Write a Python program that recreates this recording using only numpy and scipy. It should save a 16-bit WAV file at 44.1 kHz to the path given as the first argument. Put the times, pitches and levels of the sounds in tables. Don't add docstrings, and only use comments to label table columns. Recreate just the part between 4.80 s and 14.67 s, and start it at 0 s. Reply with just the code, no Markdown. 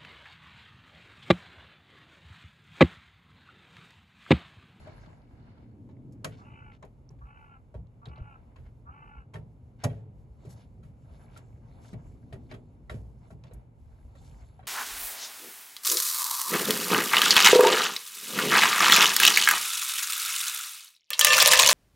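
import sys
import numpy as np
from scipy import signal
from scipy.fft import rfft, irfft, next_fast_len
from scipy.io import wavfile

SR = 44100
rng = np.random.default_rng(int(sys.argv[2]) if len(sys.argv) > 2 else 0)


def transcribe(signal):
    frames = np.atleast_2d(signal).T
    limited = np.clip(frames, -1, 1)
    pcm = np.round(limited * 32767).astype(np.int16)
    wavfile.write(sys.argv[1], SR, pcm)


N = 435266

# (middle [s], length [s], rub level [dB], swish level [dB])
RUBS = [(0.09, 0.61, -53.5, -72.5), (0.7, 0.47, -63, -96), (1.66, 0.42, -60.5, -81.5),
        (2.62, 0.59, -70, -99), (3.52, 0.56, -64, -87.5), (5.14, 0.15, -66, -78),
        (5.73, 0.23, -58.5, -68.5), (6.46, 0.44, -59, -71), (7.08, 0.55, -60.5, -77.5),
        (7.66, 0.85, -69.5, -81), (8.45, 0.14, -63.5, -73.5), (8.72, 0.2, -62, -81),
        (9.55, 0.49, -61.5, -69), (9.15, 0.25, -68.5, -86.5)]
# (middle [s], length [s], level [dB])
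CANVAS_PULLS = [(0.04, 0.55, -61), (0.7, 0.41, -70.5)]
# (frequency [Hz], level [dB])
CANVAS_COLOUR = [(900, 1), (1700, 8), (2500, 1.5), (3300, -4), (4400, 0), (5400, -9), (11000, -40)]


def from_db(db):
    return 10 ** (np.asarray(db) / 20)


def rms_one(x):
    return x / np.sqrt(np.mean(x ** 2) + 1e-20)


def band(x, low_hz, high_hz, order=3):
    edges = [low_hz, min(high_hz, .45 * SR)]
    return signal.sosfilt(signal.butter(order, edges, "band", fs=SR, output="sos"), x)


def gain_at(colour, hz):
    points, db = np.transpose(colour)
    return from_db(np.interp(np.log(hz), np.log(points), db))


def coloured(x, colour):
    size = next_fast_len(x.shape[-1])
    gain = gain_at(colour, np.fft.rfftfreq(size, 1 / SR) + 1)
    return rms_one(irfft(rfft(x, size) * gain, size)[..., :x.shape[-1]])


def stereo_noise(side_db, size=N):
    mid, side = rng.standard_normal((2, size))
    return rms_one(mid + from_db(side_db) * side * [[1], [-1]])


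def drift(per_s, size=N):
    points = rng.standard_normal(int(size / SR * per_s) + 2)
    return rms_one(np.interp(np.arange(size) / SR * per_s, np.arange(len(points)), points))


def curves(rows, at):
    points, *columns = np.transpose(rows)
    return [np.interp(at, points, column) for column in columns]


def add(out, sound, start_s):
    i = max(0, round(start_s * SR))
    out[..., i:i + sound.shape[-1]] += sound[..., :max(0, N - i)]


def echoed(x, delay_s, db):
    lag = int(delay_s * SR)
    return x + from_db(db) * np.pad(x, [(0, 0)] * (x.ndim - 1) + [(lag, 0)])[..., :x.shape[-1]]


def widened(x, leads):
    size = next_fast_len(N + SR)
    phase = np.pi * np.interp(np.fft.rfftfreq(size, 1 / SR), *np.transpose(leads))
    return irfft(rfft(x, size) * np.exp(.5j * phase * [[1], [-1]]), size)[:, :N]


def strokes(rows):
    middle_s, length_s, *levels = np.transpose(rows)
    from_middle = 2 * (np.arange(N) / SR - middle_s[:, None]) / length_s[:, None]
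    swell = np.exp(-np.minimum(from_middle ** 2, 50))
    return from_db(levels) @ swell


def grains(per_s, low_hz, high_hz, pitches=14):
    count = int(per_s * N / SR)
    at, pitch = rng.integers(0, N, count), rng.integers(0, pitches, count)
    sizes = from_db(4 * np.minimum(rng.exponential(1, count), 2.4)) * rng.choice([-1, 1], count)
    out = 0
    for k, hz in enumerate(np.geomspace(low_hz, high_hz, pitches)):
        snaps = np.bincount(at, sizes * (pitch == k), N) + 1e-18
        out = out + band(snaps, hz - 220, hz + 220, order=1)
    return rms_one(out)


def outdoors(rumble_boost_db=4):
    # (time [s], rumble before its boost [dB], rush [dB])
    air = [(0.0, -60, -50.5), (0.36, -63, -55), (1.29, -62.5, -48.5), (2.42, -61, -57), (2.89, -61.5, -57),
           (3.16, -62, -56), (3.71, -61.5, -55), (7.48, -58, -51), (8.44, -60.5, -55), (8.99, -57.5, -57.5),
           (9.48, -55, -53.5), (9.87, -58, -58.5)]
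    # (peak time [s], level [dB], rise [dB/s], fall [dB/s])
    swells = [(1.319, -51, 16, 28.5), (7.62, -55, 18, 38)]
    # (frequency [Hz], level [dB])
    rumble_colour = [(20, -25), (30, -12), (42, 10.5), (62, 10), (80, 10.5), (110, -9), (200, -45.5)]
    rush_colour = [(50, -38), (85, -0.5), (125, 3), (175, -9), (240, -8), (330, -18), (500, -19.5),
                   (850, -34.5), (1300, -49), (3000, -57.5), (12000, -89)]
    whoosh_colour = [(100, -34.5), (170, 5), (250, 17), (400, 2), (600, -18.5), (1200, -47)]
    t = np.arange(N) / SR
    rumble_db, rush_db = curves(air, t)
    swelling = sum(from_db(db - np.maximum(rise * (s - t), fall * (t - s)))
                   for s, db, rise, fall in swells)
    eddies = coloured(stereo_noise(side_db=-10), rumble_colour)
    rumble = eddies * from_db(rumble_db + rumble_boost_db + 3.1 * drift(15))
    rush = coloured(stereo_noise(side_db=-14.5), rush_colour) * from_db(rush_db)
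    whoosh = coloured(stereo_noise(side_db=-15), whoosh_colour) * swelling
    return rumble + rush + whoosh


def wind_puffs(typical_hz=58):
    # (middle [s], length [s], level [dB])
    puffs = [(2.396, 0.067, -47.5), (2.453, 0.043, -42.5), (2.986, 0.1, -42.5), (3.315, 0.034, -42),
             (3.418, 0.012, -32), (3.875, 0.031, -41), (4.102, 0.041, -44.5), (4.388, 0.037, -40.5),
             (5.515, 0.043, -48), (8.225, 0.32, -46), (8.772, 0.051, -44.5), (9.635, 0.1, -47)]
    out = np.zeros((2, N))
    for s, length, db in puffs:
        t = np.arange(-int(length * SR), int(length * SR)) / SR
        hz = typical_hz * from_db(rng.normal(0, 1))
        swing = np.sqrt(2) * np.cos(2 * np.pi * (hz * t + rng.random()))
        add(out, from_db(db) * swing * np.exp(-(2 * t / length) ** 2), s - length)
    return out


def crow(rattle_hz=57.3, rasp_db=-6.5, formant_span_hz=(1210, 1430), formant_width_hz=170):
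    # (start [s], length [s], top pitch [Hz], lower voice [dB], upper voice [dB],
    # place of the formant's step [0-1])
    caws = [(1.585, .37, 294, -58.7, -66.5, .4), (2.405, .38, 292, -59, -71, .25),
            (3.215, .36, 289, -58, -70, .55), (4.055, .385, 294, -56, -69, .57)]
    # (place [0-1], pitch [x top], effort [gain], roughness [0-1], main formant [dB])
    caw_shape = [(0, .76, .1, .65, 9), (.12, .84, .25, .75, 9), (.2, .95, .85, .9, 6),
                 (.3, .995, 1.15, .9, 5), (.5, 1.005, 1.25, .9, 5), (.7, .985, 1.05, .9, 7),
                 (.87, .95, .85, .85, 7), (1, .86, .45, .8, 6)]
    # (frequency [Hz], level [dB])
    lower_throat = [(550, -26), (740, -5), (860, 0), (1020, -8), (1170, 2), (1320, 0), (1450, .5),
                    (1600, -4), (1730, -4), (1850, -26), (2300, -50)]
    upper_throat = [(1820, -31), (2020, 1), (2170, 4.5), (2330, 5.5), (2640, 7), (2950, 3.5), (3090, -4),
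                    (3230, -50), (5000, -62)]
    out = np.zeros(N)
    for s, length, top_hz, lower_db, upper_db, step_at in caws:
        size = int(length * SR)
        along = np.arange(size) / size
        arch, effort, rough, formant_db = curves(caw_shape, along)
        rattle_phase = 2 * np.pi * rattle_hz * length * along + 1.1 * drift(40, size)
        shake = .014 * drift(119, size) + .019 * np.sin(rattle_phase)
        pitch = top_hz * arch * (1 + rough * shake)
        phase = 2 * np.pi * np.cumsum(pitch) / SR
        formant_hz = np.interp(along, [step_at - .06, step_at + .06], formant_span_hz)
        lower = upper = 0
        for k in range(2, 12):
            overtone = np.sin(k * phase + .7 * rough * drift(109.6, size))
            overtone *= from_db(3 * rough * drift(57.9, size))
            formant = from_db(formant_db * np.exp(-((k * pitch - formant_hz) / formant_width_hz) ** 2))
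            lower = lower + overtone * gain_at(lower_throat, k * pitch) * formant
            upper = upper + overtone * gain_at(upper_throat, k * pitch)
        rasp = rng.standard_normal(size)
        lower = rms_one(lower) + from_db(rasp_db) * rough * coloured(rasp, lower_throat)
        upper = rms_one(upper) + from_db(rasp_db) * rough * coloured(rasp, upper_throat)
        rattle = (1 + .52 * rough * np.cos(rattle_phase)) * from_db(1.3 * drift(50, size))
        voice = from_db(lower_db) * lower + from_db(upper_db) * upper * effort
        fade = 1 - (2 * along - 1) ** 20
        add(out, voice * rattle * fade, s)
    return out


def creaks(seat_db=-8, canvas_db=-6):
    # (frequency [Hz], level [dB])
    seat_colour = [(400, 8), (1000, 2.5), (1800, 1), (3000, -8.5), (6000, -26)]
    rubbing, _ = strokes(RUBS)
    pulling, = strokes(CANVAS_PULLS)
    seat = coloured(echoed(grains(110, 600, 3000), delay_s=.0031, db=-4), seat_colour)
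    canvas = coloured(echoed(grains(160, 900, 4400), delay_s=.0023, db=-4), CANVAS_COLOUR)
    return seat * rubbing * from_db(seat_db) + canvas * pulling * from_db(canvas_db)


def cloth(patchy_db=4.5, rest_rub_db=-67, rest_hiss_db=-86.5):
    # (frequency [Hz], level [dB])
    rub_colour = [(200, -5.5), (450, 2), (700, 1.5), (1000, 3), (1500, -12.5), (2500, -13), (4000, -29.5),
                  (8000, -58.5)]
    swish_colour = [(900, -24), (2000, -7.5), (4000, 5), (5500, -0.5), (7500, 4.5), (9000, -13.5),
                    (11000, 6.5), (11700, -8.5), (13000, -42)]
    rubbing, swishing = strokes(RUBS)
    pulling, = strokes(CANVAS_PULLS)
    rub_gain = np.hypot(rubbing, from_db(rest_rub_db))
    swish_gain = np.hypot(swishing, from_db(rest_hiss_db))
    active = (swishing / swish_gain) ** 2
    rub = coloured(stereo_noise(side_db=1), rub_colour) * rub_gain
    rub *= from_db(-1.5 + 2.07 * drift(30) * rubbing / rub_gain)
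    edges_hz = np.geomspace(800, 13000, 9)
    folds = 0
    for low, high in zip(edges_hz, edges_hz[1:]):
        hiss = band(stereo_noise(side_db=-12.5), low, high, order=2)
        folds = folds + hiss * from_db(patchy_db * active * drift(18))
    crinkles = from_db(-6) * active * grains(340, 1300, 11000, pitches=24)
    swish = coloured(rms_one(folds) + crinkles, swish_colour) * swish_gain
    swish *= from_db(-2 + active * drift(25))
    canvas = coloured(stereo_noise(side_db=2), CANVAS_COLOUR) * pulling * from_db(1.4 * drift(70))
    return rub + swish + canvas


def scrapes(slips_per_s=1500, friction_db=-4):
    # (time [s], rough length [s], brightness [Hz], level [dB])
    slides = [(1.092, .033, 4500, -78), (1.506, 0.05, 2980, -58), (1.554, 0.062, 4700, -66),
              (1.917, 0.052, 2700, -63), (3.834, 0.059, 1610, -64), (4.99, 0.05, 2150, -54.5),
              (5.685, 0.055, 10700, -58.5), (5.781, 0.065, 4150, -66.5), (7.008, 0.12, 7600, -62.5),
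              (7.031, 0.04, 1490, -59), (7.064, 0.065, 4500, -72), (7.692, 0.035, 2400, -55),
              (8.651, 0.041, 3500, -65), (9.418, 0.085, 7850, -64), (6.389, 0.048, 1510, -63),
              (6.313, .06, 4000, -70.5), (6.509, 0.088, 3600, -64), (0.217, .05, 3500, -71),
              (0.635, .04, 4200, -80), (0.79, .05, 3800, -78), (9.101, 0.029, 1600, -71),
              (9.377, .02, 2600, -79), (9.512, 0.026, 2400, -79), (9.594, 0.057, 1980, -66)]
    out = np.zeros((2, N))
    for s, length, hz, db in slides:
        size = int(1.6 * length * SR)
        chance, sizes = rng.random(SR)[:size], rng.standard_normal(SR)[:size]
        slips = rms_one((chance < slips_per_s / SR) * sizes)
        friction = from_db(friction_db) * stereo_noise(side_db=-4, size=SR)[:, :size]
        sound = rms_one(band(slips + friction, hz / 3.1, hz * 1.16, order=2))
        add(out, from_db(db) * sound * np.hanning(size), s - .22 * length)
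    return out


def clicks():
    # (time [s], centre [Hz], width [octaves], t60 [s], level [dB])
    contacts = [(0.072, 3500, 0.63, .03, -71), (0.18, 1500, .6, .03, -65), (0.262, 1200, 0.83, 0.03, -63),
                (0.262, 3800, 0.53, 0.024, -68), (0.418, 3500, 0.82, 0.022, -76),
                (0.681, 1300, 0.63, .02, -70), (1.167, 2040, 0.31, 0.019, -72),
                (1.446, 3500, 0.9, 0.015, -39), (1.92, 2260, 0.63, 0.018, -58),
                (2.028, 1050, 0.41, 0.038, -50), (2.027, 6940, 0.62, .02, -65.5),
                (2.028, 1970, 0.44, 0.0066, -57), (2.049, 7000, 1.6, .05, -70),
                (2.291, 5580, 0.24, 0.0098, -60), (2.389, 1980, 1.3, 0.045, -74),
                (3.07, 3460, 0.88, 0.016, -77.5), (3.256, 3650, 0.39, 0.046, -52),
                (3.255, 7060, 0.45, .025, -69), (3.285, 3800, 0.56, 0.067, -65),
                (3.359, 3750, .4, 0.049, -67), (3.378, 4270, 0.41, .03, -72),
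                (6.574, 5940, 2.0, 0.049, -55), (2.037, 520, 1.1, 0.089, -48.5),
                (2.946, 420, 0.85, .09, -51.5), (3.257, 900, 2, 0.065, -56), (3.379, 603, .8, 0.046, -58),
                (3.763, 1800, 2.6, 0.036, -67), (4.541, 1600, 1.4, .025, -51),
                (5.045, 660, 0.63, .06, -38.5), (5.659, 497, 0.74, .04, -58),
                (6.913, 1900, 0.62, 0.03, -72), (7.527, 2080, 1.1, 0.025, -53),
                (7.527, 483, 0.81, 0.024, -50), (7.712, 4200, .8, 0.057, -59),
                (7.713, 1900, 0.6, 0.036, -53), (7.714, 524, 1.2, 0.044, -48), (8.099, 550, 1.4, .03, -44),
                (8.511, 1670, 0.35, 0.024, -69), (9.513, 2600, .7, 0.02, -70),
                (9.854, 2000, 1.9, 0.073, -67), (8.096, 1680, 0.54, 0.04, -41),
                (8.099, 3770, 0.16, 0.026, -57), (8.638, 3450, 1.3, .03, -59.5),
                (8.735, 10350, 0.94, 0.052, -57.5)]
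    out, t = np.zeros((2, N)), np.arange(SR // 10) / SR
    for s, hz, octaves, t60, db in contacts:
        burst = stereo_noise(side_db=-7.5, size=len(t)) * from_db(-60 * t / t60)
        sound = band(burst, hz / 2 ** (octaves / 2), hz * 2 ** (octaves / 2), order=2)
        add(out, from_db(db) * sound / sound[:, :SR // 200].std(), s)
    return out


def part_ring(tones, t, heavy_lag_s=.022, heavy_below_hz=330, swell_cycles=1.3):
    out = 0
    for hz, db, t60 in tones:
        heavy = 1 / (1 + (hz / heavy_below_hz) ** 4)
        since = t - heavy_lag_s * heavy
        swell = np.exp(-(np.minimum(since, 0) * hz / swell_cycles) ** 2)
        wobble = (1 - heavy) * drift(45, len(t))
        waver_db = (1 - heavy) * 3 * drift(60, len(t))
        level_db = db + rng.normal(0, 1) + waver_db - 60 * np.maximum(since, 0) / t60
        out = out + swell * from_db(level_db) * np.sin(2 * np.pi * hz * since + wobble)
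    return out


def knocks(note_t60_s=.06, tail_t60_s=.18):
    # (time [s], thump [dB], clack [dB], tick [dB],
    # base t60 [s], note of the struck spot [Hz], note [dB], part that rings [name], ring [dB])
    hits = [(0.072, -51, -60.5, -82, 0.054, 622, -53.5, "frame", -68),
            (0.26, -52, -71, -99, 0.047, 1120, -70, "frame", -68),
            (0.774, -59, -74, -100, 0.087, 865, -80, "frame", -71),
            (1.091, -55, -73, -101, .25, 530, -69, "latch", -67.5),
            (1.321, -63, -81, -77, 0.1, 935, -84, "latch", -85),
            (1.444, -43, -40.5, -46.5, 0.036, 535, -54, "latch", -43.5),
            (2.0254, -57.5, -61.5, -88, 0.21, 612, -62, "latch", -57),
            (2.305, -51, -83, -86, 0.14, 400, -68, "latch", -70),
            (2.943, -43, -67.5, -84.5, 0.21, 617, -57, "frame", -65.5),
            (3.255, -43.5, -65, -80, 0.28, 706, -73, "door", -61),
            (3.379, -47, -69, -99, 0.18, 626, -70, "latch", -71),
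            (3.76, -62.5, -65, -91, 0.31, 2650, -79, "latch", -66),
            (4.537, -41, -52.5, -67, 0.25, 520, -69, "latch", -51.5),
            (4.557, -55, -59.5, -88, 0.087, 1800, -57.5, "frame", -57),
            (5.037, -34.5, -37.5, -43, 0.082, 700, -48.5, "door", -27.5),
            (5.095, -44.5, -57.5, -84, 0.56, 590, -55, "frame", -66),
            (5.651, -46.5, -67, -76, 0.3, 400, -57, "door", -54),
            (5.98, -49.5, -99, -93, 0.22, 724, -76, "board", -78),
            (6.03, -66, -68, -79, 0.47, 1330, -74, "board", -80),
            (6.564, -65, -59, -73, 0.22, 1370, -62, "frame", -66),
            (7.131, -40, -60.5, -74.5, 0.081, 197, -46, "board", -51.5),
            (7.526, -46.5, -55.5, -69, 0.17, 664, -55.5, "board", -49),
            (7.713, -48, -52.5, -73, 0.22, 2290, -65, "board", -48),
            (7.739, -70, -57, -72.5, .12, 3280, -73, "board", -55),
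            (8.097, -40.5, -50.5, -63.5, 0.3, 3820, -65, "frame", -51.5),
            (8.145, -49, -68, -72.5, 0.71, 207, -48, "board", -67),
            (8.505, -48, -66.5, -75, 0.2, 660, -61, "frame", -64),
            (8.637, -53, -65, -83, 0.23, 525, -71, "latch", -65),
            (8.712, -53, -66, -90, 0.51, 492, -59.5, "frame", -71),
            (9.353, -66, -69, -79, 0.13, 548, -67, "frame", -66),
            (9.414, -67, -79, -78, 0.16, 786, -71, "frame", -82),
            (9.793, -57, -66, -103, 0.27, 757, -58, "frame", -62),
            (9.829, -59, -65.5, -100, 0.55, 1510, -75, "frame", -68)]
    # (low [Hz], high [Hz], rise [s],
    # t60 [x base], lingering tail [dB], body tones [dB], stereo side [dB])
    bands = [(61.4, 236, 0.011, 2.4, -22, 1.5, -14), (378, 1136, 0.01, 1.5, -4, -5.5, -3),
             (810, 4200, 0.0052, .8, -18, -10, 0.5), (4390, 10500, 0.0022, .65, -23.5, -13, -16.5)]
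    # (frequency [Hz], level [dB], t60 [s])
    body_tones = [(68.5, -10, 0.52), (106.9, -4, 0.54), (119.3, -4, 0.48), (156.8, -3.5, 0.42),
                  (191.7, -20.5, 0.069), (238, -7.5, 0.25), (374.3, -4.5, 0.45), (437, -7, 0.5),
                  (551, -5.5, 0.1), (624, 6.5, 0.12), (690, -6, 0.19), (735, -20, 0.21), (1119, 0, 0.072),
                  (1500, -3, 0.11), (1905, 5, 0.13), (2330, 7, 0.075), (2600, 4, 0.075), (3225, 6.5, 0.051),
                  (3230, 5, 0.064), (3940, 11.5, 0.041), (5200, -21, 0.017), (5530, -5, 0.074),
                  (6420, -2, 0.07), (6700, -4, 0.098), (7460, -16, 0.11), (10600, 2.5, 0.064),
                  (11600, -7.5, 0.051)]
    # (frequency [Hz], level [dB])
    body_colour = [(50, -4), (120, 6.5), (250, -7), (340, -3.5), (620, -3.5), (900, -7), (1200, -14.5),
                   (2200, -21.5), (4000, -31.5), (7000, -32.5), (12000, -27.5)]
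    part_tones = {"door": [(106.45, -5, 0.62), (123.8, -1.5, .45), (143, -3, 0.17), (246.7, -3, 0.19),
                  (419, -18.5, 0.55), (567, -8, .3), (593, -10.5, 0.22), (676, -12, 0.26), (807, -16, 0.21),
                  (3230, -33, .2)], "latch": [(911, 0, 0.13), (1068, 4, 0.057), (1200, -2, 0.091),
                  (1720, -8, .09), (2194, -14, .12), (2600, -14.5, .09), (3970, -15, 0.067),
                  (5820, -16.5, 0.11), (6780, -16.5, .13)], "frame": [(930, -4, 0.2), (1128, 2, 0.084),
                  (1345, 7, 0.095), (1610, -4, .07), (1864, -4, 0.056), (2580, -16, .09),
                  (3700, -20, 0.077)], "board": [(251.4, -0.5, 0.48), (382, -1, 0.27), (674, -14, .1),
                  (1835, -11, 0.05), (2270, -12.5, 0.07), (3450, -23, .16), (4600, -21, 0.05)]}
    out, t = np.zeros((2, N)), np.arange(int(.6 * SR)) / SR
    onset = int(.06 * SR)
    rings = np.array([from_db(db - 60 * t / t60) * np.sin(2 * np.pi * hz * t)
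                      for hz, db, t60 in body_tones])
    tone_hz = np.array(body_tones)[:, 0]
    snap = 1 + .64 * np.exp(-(t / .00088) ** 2)
    loose = np.minimum(t / .015, 1)
    for s, thump_db, clack_db, tick_db, base_t60, note_hz, note_db, part, ring_db in hits:
        panel_db = clack_db + .39 * (thump_db - clack_db) - .5
        levels = thump_db, panel_db, clack_db, tick_db
        dense = coloured(rng.standard_normal((2, len(t))), body_colour)
        chatter = from_db(2 * loose * np.interp(t, t[::128], rng.standard_normal(len(t[::128]))))
        strengths = from_db(rng.normal(0, 1.5, (2, len(rings)))) * rng.choice([-1, 1], (2, len(rings)))
        for db, (low_hz, high_hz, rise, longer, tail_db, tones_db, side_db) in zip(levels, bands):
            attack = 1 - np.exp(-(t / rise) ** 2)
            tail = from_db(tail_db - 60 * t / tail_t60_s)
            decay = (chatter * from_db(-60 * t / (base_t60 * longer)) + tail) * snap
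            crash = band(dense * decay * attack, low_hz, high_hz)
            inside = (tone_hz > low_hz) & (tone_hz < high_hz)
            ring = strengths[:, inside] @ rings[inside] * attack
            ring /= ring[:, :onset].std() + 1e-9
            mid, side = crash / crash[:, :onset].std() + from_db(tones_db) * ring
            sound = mid + from_db(side_db) * side * [[1], [-1]]
            add(out, from_db(db) * sound / sound[:, :onset].std(), s)
        phase = 2 * np.pi * note_hz * t
        note = np.sin(phase) + from_db(-9) * np.cos(phase) * [[1], [-1]]
        note *= from_db(-60 * t / note_t60_s)
        add(out, from_db(note_db) * note / note[:, :onset].std(), s)
        add(out, from_db(ring_db) * part_ring(part_tones[part], t), s)
    return out


def scene():
    # (delay [s], level [dB])
    field_echoes = [(.0175, -13), (.034, -17)]
    # (frequency [Hz], lead [half turns])
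    car_leads = [(0, 0), (750, -.15), (900, 0), (1200, .7), (1320, 1.35), (1550, 1.6), (1700, 2.1),
                 (1950, 2.6), (2200, 2), (2650, 2.1), (2820, 2.6), (3100, 2), (4400, 2), (5600, 2.4),
                 (6500, 2.1), (7300, 2), (8000, 1.5), (8600, 1.1), (9500, .95), (10900, 0)]
    crow_leads = [(880, 0), (1170, .82), (1250, 1.1), (1340, 1.35), (1450, 1.17), (1550, 1), (1720, 1.15),
                  (2100, 1.9), (2700, 2), (3000, 2.4)]
    rustles = from_db(-3.5) * echoed(scrapes() + cloth() + creaks(), delay_s=.0014, db=-11)
    caws = crow()
    for delay_s, db in field_echoes:
        caws = echoed(caws, delay_s, db)
    nearby = knocks() + clicks() + rustles + outdoors() + wind_puffs()
    return widened(nearby, car_leads) + widened(caws, crow_leads)


def record(dry):
    cutoff_hz = 12100
    return signal.sosfilt(signal.ellip(10, .3, 70, cutoff_hz, fs=SR, output="sos"), dry)


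dry = scene()
out = record(dry)
transcribe(out)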